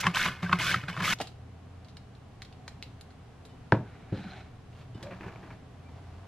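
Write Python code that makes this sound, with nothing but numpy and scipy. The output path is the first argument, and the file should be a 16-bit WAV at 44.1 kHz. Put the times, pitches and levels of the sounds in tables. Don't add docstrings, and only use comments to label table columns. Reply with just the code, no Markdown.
import sys
import numpy as np
from scipy import signal
from scipy.fft import rfft, irfft, next_fast_len
from scipy.io import wavfile
from scipy.ndimage import uniform_filter1d, map_coordinates

SR = 44100
rng = np.random.default_rng(int(sys.argv[2]) if len(sys.argv) > 2 else 0)


def transcribe(u):
    v = np.clip(np.atleast_2d(u).T, -1, 1)
    q = np.round(v * 32767).astype(np.int16)
    wavfile.write(sys.argv[1], SR, q)


N = 276507
TIME = np.arange(N) / SR
TAIL = TIME[:SR // 2]


# frequency in Hz, level in dB.
FAN_SPECTRUM = [(13, -63), (22, -12.5), (123, -2.5), (224, -12), (279, -10), (319, -20.5), (420, -16),
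                (582, -22), (745, -16.5), (877, -24), (1030, -23.5), (2040, -31.5), (3000, -34.5),
                (11400, -53), (15000, -71)]
FAN_DB = -50.5
# frequency in Hz, level in dB before it wavers.
HUM_TONES = [(86, -53), (118, -52.5)]

# frequency in Hz, level in dB.
DIFFUSE_SIDE = [(60, -33), (110, -29), (200, -10.5), (400, -6), (1300, -6.5), (12000, 2)]
# frequency in Hz, level in dB.
LAG_SIDE = [(100, -71), (1300, -36), (2400, -20.5), (4400, -22), (13000, -9)]
# frequency in Hz, level in dB.
REFLECTION_SIDE = [(100, -58), (1300, -47.5), (2600, -30), (4400, -8), (6500, -5.5), (8500, 1),
                   (13000, 4.5)]
REFLECTION_T60_S, ROOM_T60_S, ROOM_TREBLE_T60_S = 0.041, 0.26, 0.3
TOP_HZ = 15500

# start in seconds, end in seconds, level in dB.
SLEEVE_REACH = (4.67, 4.82, -57)
# frequency in Hz, level in dB.
SLEEVE_SPECTRUM = [(400, 1), (900, 3), (2000, -2), (3000, 0), (3800, -5), (5000, -12), (12000, -31)]

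# start in seconds, length in seconds, start pitch in Hz,
# end pitch in Hz, level in dB, pitch scatter as a share of the pitch.
GROANS = [(0.459, 0.018, 1570, 1550, -35, 0.02), (0.902, 0.054, 3080, 2950, -46.5, 0.01),
          (1.198, 0.0198, 1005, 590, -31, 0.14), (4.158, 0.071, 318.5, 159, -38, 0.09),
          (4.297, 0.025, 3950, 4100, -51, 0.02), (4.245, 0.045, 241, 151, -34.5, 0.06),
          (5.015, 0.12, 476, 573, -43.5, 0.1), (5.842, 0.067, 2330, 2360, -61, 0)]

# start in seconds, level in dB, centre in Hz, width in Hz,
# T60 of the chatter in seconds, chatter against the first click in dB.
TICKS = [(1.187, -46, 3170, 3570, 0.064, 8), (1.2024, -29, 633, 420, 0.092, 3.5),
         (1.204, -32, 260.5, 160, 0.067, 10), (1.213, -33.5, 3600, 6400, 0.031, 9),
         (1.272, -45, 2960, 3960, 0.042, 4), (1.847, -59, 3300, 2500, 0.033, 7),
         (1.885, -54.5, 3870, 3000, 0.11, 8), (1.969, -47.5, 2830, 2490, 0.028, 4),
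         (2.15, -59, 2500, 2200, 0.031, 10), (2.42, -40.5, 2170, 2200, 0.028, 0),
         (2.449, -52.5, 3430, 2500, .03, 12), (2.526, -55.5, 3000, 900, 0.032, 14),
         (2.679, -39, 1700, 4000, 0.033, 3), (2.826, -38, 2650, 700, 0.07, -6),
         (3.011, -49.5, 6100, 11000, 0.02, 1), (3.105, -55.5, 1550, 700, .04, 10),
         (3.452, -53, 5000, 8000, 0.085, 5), (5.028, -45, 5200, 3500, 0.06, 8)]
TICK_EDGE_DB = -11

# start in seconds, level in dB.
RIM_TOUCHES = [(3.494, -63), (4.946, -57.5)]
# frequency in Hz, level in dB, T60 in seconds.
RIM_MODES = [(2975, 0, .3), (3640, -5, .18), (4285, -13, .14), (5050, -11, .18), (7550, -15, .08),
             (8200, -15, .08)]

# start in seconds, end in seconds,
# level in dB, rumble of the board against the sweep in dB.
SWEEPS = [(4.947, 5.534, -54, 0.5), (5.194, 5.29, -60, 9), (5.855, 6.27, -59, -19)]
SWEEP_ATTACK_S, SWEEP_RELEASE_S = 0.026, 0.02
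# start in seconds, level in dB, fade time constant in seconds.
SQUEEZES = [(5.026, -43, 0.015), (5.05, -54, 0.0072), (5.07, -46.5, .008), (5.109, -40, 0.012),
            (5.122, -46, 0.017), (5.208, -40, 0.0056), (5.221, -43, .006), (5.231, -43.5, .005),
            (5.239, -45, 0.007), (5.247, -47, 0.011), (5.265, -43, .005), (5.281, -45, 0.025),
            (5.326, -54, .005), (5.358, -43, 0.006), (5.429, -49.5, 0.027), (5.505, -45, 0.014)]
SQUEEZE_THUMP_DB = -0.5
# frequency in Hz, level in dB.
SHRED_SPECTRUM = [(210, -10), (400, -24), (650, 2), (1000, -2.5), (1700, -11), (2100, -13.5), (3100, -19),
                  (4200, -21.5), (6500, -29.5), (10000, -45), (15000, -46)]
# frequency in Hz, level in dB.
SNAP_SPECTRUM = [(210, -10), (350, -4), (700, 0), (1070, 0), (1740, 2), (1950, -23), (2200, 1),
                 (2700, -3.5), (3400, -20), (4310, -30), (7770, -40), (13000, -49)]

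# frequency in Hz, level in dB, T60 in seconds.
BOARD_MODES = [(94, -1, 0.04), (117.7, 1.5, 0.11), (179, -4.5, 0.12), (198.7, -11.5, 0.096),
               (301.3, -10.5, 0.16), (392, -4, 0.079), (426, -14.5, 0.077), (529, -13, 0.15),
               (663, -4.5, 0.05), (852, 0.5, 0.035), (986, -3.5, 0.034), (1323, -1.5, 0.014),
               (1580, 2.5, 0.021), (1780, 2.5, 0.013)]
# start in seconds, end in seconds,
# level in dB before it wavers, contact softness as a cut-off in Hz.
SHOVES = [(3.817, 4.13, -60, 3200), (4.114, 4.385, -52, 11900)]
SHOVE_ATTACK_S, SHOVE_RELEASE_S, SHOVE_RUMBLE_DB = 0.015, 0.061, 1.5
# frequency in Hz, level in dB.
GRIT_SPECTRUM = [(290, -22), (500, -11), (750, 6), (950, -7.5), (1500, 1.5), (1950, -4.5), (2250, -2),
                 (3400, -10), (4020, -6.5), (4500, -16.5), (5700, -20.5), (8000, -31), (14000, -43)]
# start in seconds, level in dB,
# contact softness as a cut-off in Hz.
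KNOCKS = [(3.7216, -13.5, 9100), (3.7405, -27, 900), (3.805, -34.5, 333), (4.1193, -19, 218),
          (4.1237, -27, 510), (4.141, -40, 597), (4.947, -31.5, 300)]
# frequency in Hz, level in dB.
THUD_SPECTRUM = [(30, -63), (70, -2.5), (130, 6), (380, -2), (700, -7.5), (1100, -16.5), (4000, -70)]
# frequency in Hz, level in dB.
CLATTER_SPECTRUM = [(60, -43), (300, -31), (750, -8.5), (930, 11), (1160, -3), (1400, 1), (1750, -1),
                    (2000, -6), (2600, -9.5), (5000, -25), (10000, -44)]
# frequency in Hz, level in dB.
CRACK_SPECTRUM = [(60, -46), (300, -6), (900, 10), (1150, -12), (1600, 1), (2400, -1), (5200, -15.5),
                  (7000, -50), (12000, -48)]

# frequency in Hz, level in dB, T60 in seconds.
PLATE_MODES = [(1040, 3.5, 0.057), (1089, -0.5, 0.054), (1211, -6, 0.16), (1360, -1, 0.026),
               (1500, -11, 0.29), (1562, 1, 0.034), (1767, -2, 0.057), (2185, 10.5, 0.027),
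               (2525, 3.5, 0.045), (2987, 7, 0.034), (3460, 3, 0.03), (4200, 1, 0.025)]
# frequency in Hz, level in dB, T60 in seconds.
FRAME_MODES = [(106, -9.5, 0.091), (179.7, 0.5, 0.14), (376.5, -13.5, 0.093), (602, -11.5, 0.049),
               (758, -17.5, 0.11)]
# time in seconds, clack in dB, boom in dB, clack pitch ratio, boom pitch ratio,
# contact time constant in seconds.
BUMPS = [(0.036, -30, -29, 0.9, 0.663, 0.0011), (0.0417, -27, -23.5, 1.05, 0.67, 0.0014),
         (0.056, -31, -26, 0.75, 1.03, 0.0033), (0.069, -16, -15.5, 1.035, 0.96, .002),
         (0.171, -24, -33, 0.94, 0.85, 0.0021), (0.261, -23.5, -23, 0.94, 0.98, 0.0043),
         (0.284, -27, -27, 1.13, 0.72, 0.0045), (0.431, -31.5, -16.5, 1.12, 0.98, .003),
         (0.496, -29.5, -21.5, 1, 0.92, 0.0021), (.517, -32, -35, 0.96, 0.7, .003),
         (0.5304, -13, -14, 1.046, 0.98, .0027), (0.744, -17.5, -23.5, 1.24, 0.98, .0018),
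         (.762, -30.5, -26, 1.4, .7, 0.0043), (.838, -38, -26.5, 1.24, 0.77, 0.0043),
         (0.885, -30.5, -25, 1.13, 0.96, .003), (.967, -33.5, -34, 1, 0.98, 0.0017),
         (.976, -31, -22, 1.03, 0.86, 0.0031), (1.007, -26.5, -23.5, 1.02, 1, .004),
         (1.079, -24.5, -33, 1.22, .7, .002)]
BUMP_BUILD_S = 0.012
# frequency in Hz, level in dB.
CLACK_SPECTRUM = [(200, -20), (750, -12.5), (1020, 0.5), (1300, 3.5), (1700, -6), (2400, -9), (3400, -13.5),
                  (4800, -25.5), (9000, -41), (15000, -58)]

# start in seconds, end in seconds, level at the end in dB,
# swell over the push in dB, attack in seconds, spray of juice against the push in dB.
PUSHES = [(0, 0.017, -38.5, -6.5, 0.0015, 5), (0.135, 0.256, -27, 0.5, 0.017, -16),
          (0.587, 0.717, -26.5, 2, 0.0023, -9.5), (1.015, 1.16, -25.5, 3, 0.03, -8)]
PUSH_RELEASE_S, CUTTING_SHARE = 0.025, 0.83
GLIDE_DB, GLIDE_FADE_S = -10.5, 0.088
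CUT_OFF_S, CUT_OFF_FADE_S = 1.137, 0.00065
# start in seconds, end in seconds, level at the end in dB.
PULLS = [(0.024, 0.064, -32.5), (0.421, 0.549, -37), (0.88, 1.011, -37)]
PULL_ATTACK_S, PULL_RELEASE_S = 0.013, 0.033
PULL_SWELL_DB, PULL_SAG_DB, PULL_CUTTING_SHARE = -2, 9.5, 0.3
# frequency in Hz, level in dB.
TEAR_SPECTRUM = [(300, -29), (450, -37), (560, -6), (850, -21.5), (1080, -5.5), (1560, 4), (1940, -5),
                 (2600, -2), (3400, -5), (4400, -10), (6500, -14.5), (9450, -25.5), (12500, -25),
                 (15500, -38)]
# frequency in Hz, level in dB.
SLIDE_SPECTRUM = [(200, -6.5), (600, -8), (1150, -3), (2000, -4.5), (3300, -13.5), (5000, -17.5),
                  (9000, -33.5), (15000, -43)]
# frequency in Hz, level in dB.
SPRAY_SPECTRUM = [(1500, -20), (2600, 3), (3400, 1), (5000, -1), (6600, -0.5), (9500, -15.5), (13000, -13),
                  (15500, -23)]
CATCH_DB, CATCH_RATE = 1.1, 420


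def undb(db):
    return 10 ** (np.asarray(db) / 20)


def unit(x):
    return x / np.sqrt(np.mean(x ** 2))


def blow(x):
    return x / np.sqrt(np.sum(x ** 2) / (.004 * SR))


def add(out, s, x):
    i = int(max(s, 0) * SR)
    out[i:i + len(x)] += x[:N - i]


def through(x, response):
    return signal.fftconvolve(x, response)[:len(x)]


def gains(points, size):
    hz, db = np.transpose(points)
    bin_hz = np.arange(size // 2 + 1) * SR / size
    return undb(np.interp(np.log(bin_hz + 1), np.log(hz), db))


def colour(x, points, size=4096):
    cepstrum = irfft(np.log(gains(points, size)))
    cepstrum[1:size // 2] *= 2
    cepstrum[size // 2 + 1:] = 0
    return through(x, irfft(np.exp(rfft(cepstrum))))


def fade(t60):
    return undb(-60 * TAIL / t60)


def ring(modes):
    out = np.zeros(len(TAIL))
    for k, (hz, db, t60) in enumerate(modes):
        out += (-1) ** k * undb(db) * fade(t60) * np.sin(2 * np.pi * hz * TAIL)
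    return out


def walk(rate):
    k = int(SR / rate)
    steps = np.repeat(rng.standard_normal(N // k + 1), k)
    smooth = uniform_filter1d(uniform_filter1d(steps, k), k)
    return unit(smooth[:N])


def grains(rate, spread_db):
    size = undb(spread_db * np.minimum(rng.exponential(size=N), 4))
    happens = rng.random(N) < rate / SR
    return unit(happens * size * rng.standard_normal(N))


def pops(rate, hz, octaves, cycles):
    out, t = np.zeros(N), TAIL[:int(2 * cycles / hz * SR)]
    for place, pitch, size in rng.random((int(rate * N / SR), 3)):
        turns = hz * 2 ** (octaves * (2 * pitch - 1)) * t
        snap = undb(-60 * turns / cycles) * np.sin(2 * np.pi * turns)
        add(out, place * N / SR, size * snap)
    return unit(out)


def restless(x, depth_db, rate):
    size = 2 * next_fast_len(N // 2 + 1)
    spectrum = rfft(x, size)
    hz = np.arange(len(spectrum)) * SR / size
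    third = 3 * np.log2(np.clip(hz, 800, 12800) / 800)
    out = np.zeros(N)
    for k in range(13):
        band = irfft(spectrum * np.maximum(1 - np.abs(third - k), 0))[:N]
        out += band * undb(depth_db * walk(rate))
    return unit(out)


def bend(x, share, rate):
    place = TIME + share / rate * walk(rate)
    return map_coordinates(x, [place * SR], order=3, mode="nearest")


def gesture(start, end, attack_s, release_s, swell_db=0):
    progress = np.clip((TIME - start) / (end - start), 0, 1)
    rise = np.clip((TIME - start) / attack_s, 0, 1)
    release = np.exp(-np.maximum(TIME - end, 0) / release_s)
    return rise * undb(swell_db * (progress - 1)) * release


def stereo(mid, side):
    return np.array([mid + side, mid - side])


def background():
    mid = unit(colour(rng.standard_normal(N), FAN_SPECTRUM))
    side = unit(colour(rng.standard_normal(N), FAN_SPECTRUM))
    drift_db = .5 * walk(2.5)
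    fan = undb(FAN_DB + drift_db) * stereo(mid, colour(side, DIFFUSE_SIDE))
    hum = np.zeros(N)
    for hz, db in HUM_TONES:
        level = undb(db + 3.3 * walk(3.76))
        hum += level * np.sin(2 * np.pi * hz * TIME + 0.97 * walk(14))
    return fan + stereo(hum, 0)


def kitchen(x, wet_db, side_db):
    lag = irfft(1j * gains(LAG_SIDE, 2 * N) * rfft(x, 2 * N))[:N]
    scatter = rng.standard_normal(len(TAIL)) * fade(REFLECTION_T60_S)
    reflections = through(colour(x, REFLECTION_SIDE), scatter / np.linalg.norm(scatter))
    tails = []
    for _ in range(2):
        low = colour(rng.standard_normal(len(TAIL)), [(90, 8.5), (300, 1.5), (1200, 0.5), (5000, -7)])
        high = colour(rng.standard_normal(len(TAIL)), [(500, -15.5), (2500, 2.0), (12000, 6.5)])
        onset = np.clip((TAIL - .003) / 0.0024, 0, 1)
        tail = (low * fade(ROOM_T60_S) + high * fade(ROOM_TREBLE_T60_S)) * onset
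        tails.append(undb(wet_db) * through(x, tail / np.linalg.norm(tail)))
    side = undb(side_db) * (lag + reflections)
    return stereo(x + tails[0], side + colour(tails[1], DIFFUSE_SIDE))


def sleeve():
    start, end, db = SLEEVE_REACH
    rustle = unit(colour(grains(4000, 1.3), SLEEVE_SPECTRUM))
    return undb(db) * gesture(start, end, end - start, SWEEP_RELEASE_S) * rustle


def groans():
    out = np.zeros(N)
    for s, length, start_hz, end_hz, db, scatter in GROANS:
        progress = np.clip((TIME - s) / length, 0, 1)
        glide_hz = start_hz + (end_hz - start_hz) * np.sqrt(progress)
        hz = glide_hz * (1 + scatter * walk(260))
        level = undb(db + 2 * walk(120)) * np.sin(np.pi * progress)
        out += level * np.sin(2 * np.pi * np.cumsum(hz) / SR)
    return out


def ticks():
    out = np.zeros(N)
    for s, db, hz, width_hz, t60, chatter_db in TICKS:
        click = blow(signal.unit_impulse(len(TAIL)))
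        chatter = blow(rng.standard_normal(len(TAIL)) * fade(t60))
        contact = click + undb(chatter_db) * chatter
        burst = signal.lfilter(*signal.iirpeak(hz, hz / width_hz, fs=SR), contact)
        edge_gain = undb(TICK_EDGE_DB) * min(hz / 3000, 1) ** 2
        edge = edge_gain * colour(contact, [(1000, -20), (4000, 15), (6000, -6), (14000, -4)])
        tick = colour(burst + edge, [(3000, 3.5), (7000, -4.5), (14000, -16.0)])
        add(out, s, undb(db) * blow(tick))
    return out


def rim_touches():
    out = np.zeros(N)
    for s, db in RIM_TOUCHES:
        add(out, s, undb(db) * ring(RIM_MODES))
    return out


def rumble(force):
    tilt = [(60, 0.0), (120, -13.0), (190, -1.0), (550, -14.0), (1200, -19.0), (4000, -12)]
    body = colour(ring(BOARD_MODES), tilt)
    return through(grains(820, 3.4) * force, body / np.linalg.norm(body))


def shreds():
    force, pressure = np.zeros(N), np.zeros(N)
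    for start, end, db, rumble_db in SWEEPS:
        sweep = undb(db) * gesture(start, end, SWEEP_ATTACK_S, SWEEP_RELEASE_S)
        force += sweep
        pressure += undb(rumble_db) * sweep
    squeeze = np.zeros(N)
    for s, db, fade_s in SQUEEZES:
        squeeze += undb(db) * (TIME >= s) * np.exp(-np.abs(TIME - s) / fade_s)
    rub = undb(-2.0) * force * unit(colour(grains(1400, 1.1), SHRED_SPECTRUM))
    crackle = undb(-9) * pops(rate=1200, hz=2000, octaves=.6, cycles=12)
    squelch = undb(-5.0) * unit(colour(grains(5000, 0.44), SNAP_SPECTRUM))
    thump = undb(SQUEEZE_THUMP_DB) * unit(colour(grains(5000, 0.56), THUD_SPECTRUM))
    snap = uniform_filter1d(squeeze, size=44) * (squelch + crackle + thump)
    return rub + snap + rumble(pressure)


def scrape():
    out = np.zeros(N)
    for start, end, db, soft_hz in SHOVES:
        waver_db = .8 * walk(50)
        force = undb(db + waver_db) * gesture(start, end, SHOVE_ATTACK_S, SHOVE_RELEASE_S)
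        grit = restless(colour(grains(5000, 1.5), GRIT_SPECTRUM), depth_db=2, rate=70)
        contact = signal.butter(2, soft_hz, fs=SR, output="sos")
        out += signal.sosfilt(contact, force * grit)
        out += undb(SHOVE_RUMBLE_DB) * rumble(force)
    return out


def knocks():
    out = np.zeros(N)
    for s, db, soft_hz in KNOCKS:
        thud = blow(colour(rng.standard_normal(len(TAIL)) * fade(0.29), THUD_SPECTRUM))
        clatter = blow(colour(rng.standard_normal(len(TAIL)) * fade(0.21), CLATTER_SPECTRUM))
        crack = blow(colour(signal.unit_impulse(len(TAIL)), CRACK_SPECTRUM))
        hit = ring(BOARD_MODES) + undb(-2.5) * thud + undb(-12.5) * clatter + undb(-9.5) * crack
        contact = signal.butter(4, soft_hz, fs=SR, output="sos")
        add(out, s, undb(db) * signal.sosfilt(contact, hit))
    return out


def plate(x, pitch=1):
    modes = np.zeros(len(TAIL))
    for hz, db, t60 in PLATE_MODES:
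        modes += undb(db) * fade(t60) * np.cos(2 * np.pi * hz * pitch * TAIL)
    return through(x, modes / np.linalg.norm(modes))


def bumps():
    out = np.zeros(N)
    for s, clack_db, boom_db, clack_pitch, boom_pitch, contact_s in BUMPS:
        lead = 4 * contact_s
        crunch = rng.standard_normal(len(TAIL)) * np.exp(-np.abs(TAIL - lead) / contact_s)
        clack = colour(crunch, [(hz * clack_pitch, db) for hz, db in CLACK_SPECTRUM])
        ringing = undb(-13.0) * plate(clack, clack_pitch)
        add(out, s - lead, undb(clack_db) * blow(clack + ringing))
        boom = ring([(hz * boom_pitch, db, t60) for hz, db, t60 in FRAME_MODES])
        build = 1 - np.exp(-TAIL / BUMP_BUILD_S)
        add(out, s - contact_s, undb(boom_db) * boom * build)
    return out


def strokes():
    cutting, sliding, spraying = np.zeros(N), np.zeros(N), np.zeros(N)
    for start, end, db, swell_db, attack_s, spray_db in PUSHES:
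        push = undb(db) * gesture(start, end, attack_s, PUSH_RELEASE_S, swell_db)
        progress = np.clip((TIME - start) / (end - start), 0, 1)
        bite = np.clip(CUTTING_SHARE * (0.88 + 0.54 * np.sin(np.pi * progress * .78)), 0, 1)
        cutting += push * np.sqrt(bite)
        sliding += push * np.sqrt(1 - bite)
        spraying += undb(spray_db) * push * np.sin(np.pi * progress * .9)
        glide = undb(db + GLIDE_DB) * gesture(start, end, end - start, GLIDE_FADE_S)
        cutting += glide * np.sqrt(PULL_CUTTING_SHARE)
        sliding += glide
    for start, end, db in PULLS:
        pull = undb(db) * gesture(start, end, PULL_ATTACK_S, PULL_RELEASE_S, PULL_SWELL_DB)
        progress = np.clip((TIME - start) / (end - start), 0, 1)
        pull *= undb(-PULL_SAG_DB * np.sin(np.pi * progress))
        cutting += pull * np.sqrt(PULL_CUTTING_SHARE)
        sliding += pull
    return cutting, sliding, spraying


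def rasp():
    cutting, sliding, spraying = strokes()
    surge = undb(CATCH_DB * walk(CATCH_RATE) + 0.53 * walk(45.0))
    cells = restless(colour(grains(12000, 0.6), TEAR_SPECTRUM), depth_db=2, rate=260)
    fibres = undb(-3) * pops(rate=1000, hz=2450, octaves=.7, cycles=16)
    tear = undb(-1.5) * (cells + fibres) * cutting * surge
    spray = unit(colour(grains(6000, 0.88), SPRAY_SPECTRUM)) * spraying * surge
    slide = unit(colour(grains(4000, 0.65), SLIDE_SPECTRUM)) * sliding * surge
    ringing = bend(plate(undb(-10) * tear + undb(-8) * slide), share=.01, rate=12)
    flex = ring(FRAME_MODES)
    shaking = grains(1500, 1.0) * (cutting + sliding)
    boom = bend(through(shaking, flex / np.linalg.norm(flex)), share=0.0634, rate=16)
    cut_off = np.exp(-np.maximum(TIME - CUT_OFF_S, 0) / CUT_OFF_FADE_S)
    return cut_off * (undb(-4.5) * (tear + spray + slide + ringing) + undb(-15.0) * boom)


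def scene():
    slicer = kitchen(rasp() + bumps(), wet_db=-22.5, side_db=3.5)
    pot = kitchen(knocks() + rim_touches(), wet_db=-18.0, side_db=5)
    small_ticks = kitchen(ticks(), wet_db=-7, side_db=8.0)
    rubbing = kitchen(scrape() + sleeve() + groans(), wet_db=-6.0, side_db=0)
    gathering = kitchen(shreds(), wet_db=-3.5, side_db=1.5)
    return slicer + pot + small_ticks + rubbing + gathering + background()


def record(dry):
    return signal.sosfilt(signal.ellip(10, .2, 80, TOP_HZ, fs=SR, output="sos"), dry)


dry = scene()
out = record(dry)
transcribe(out)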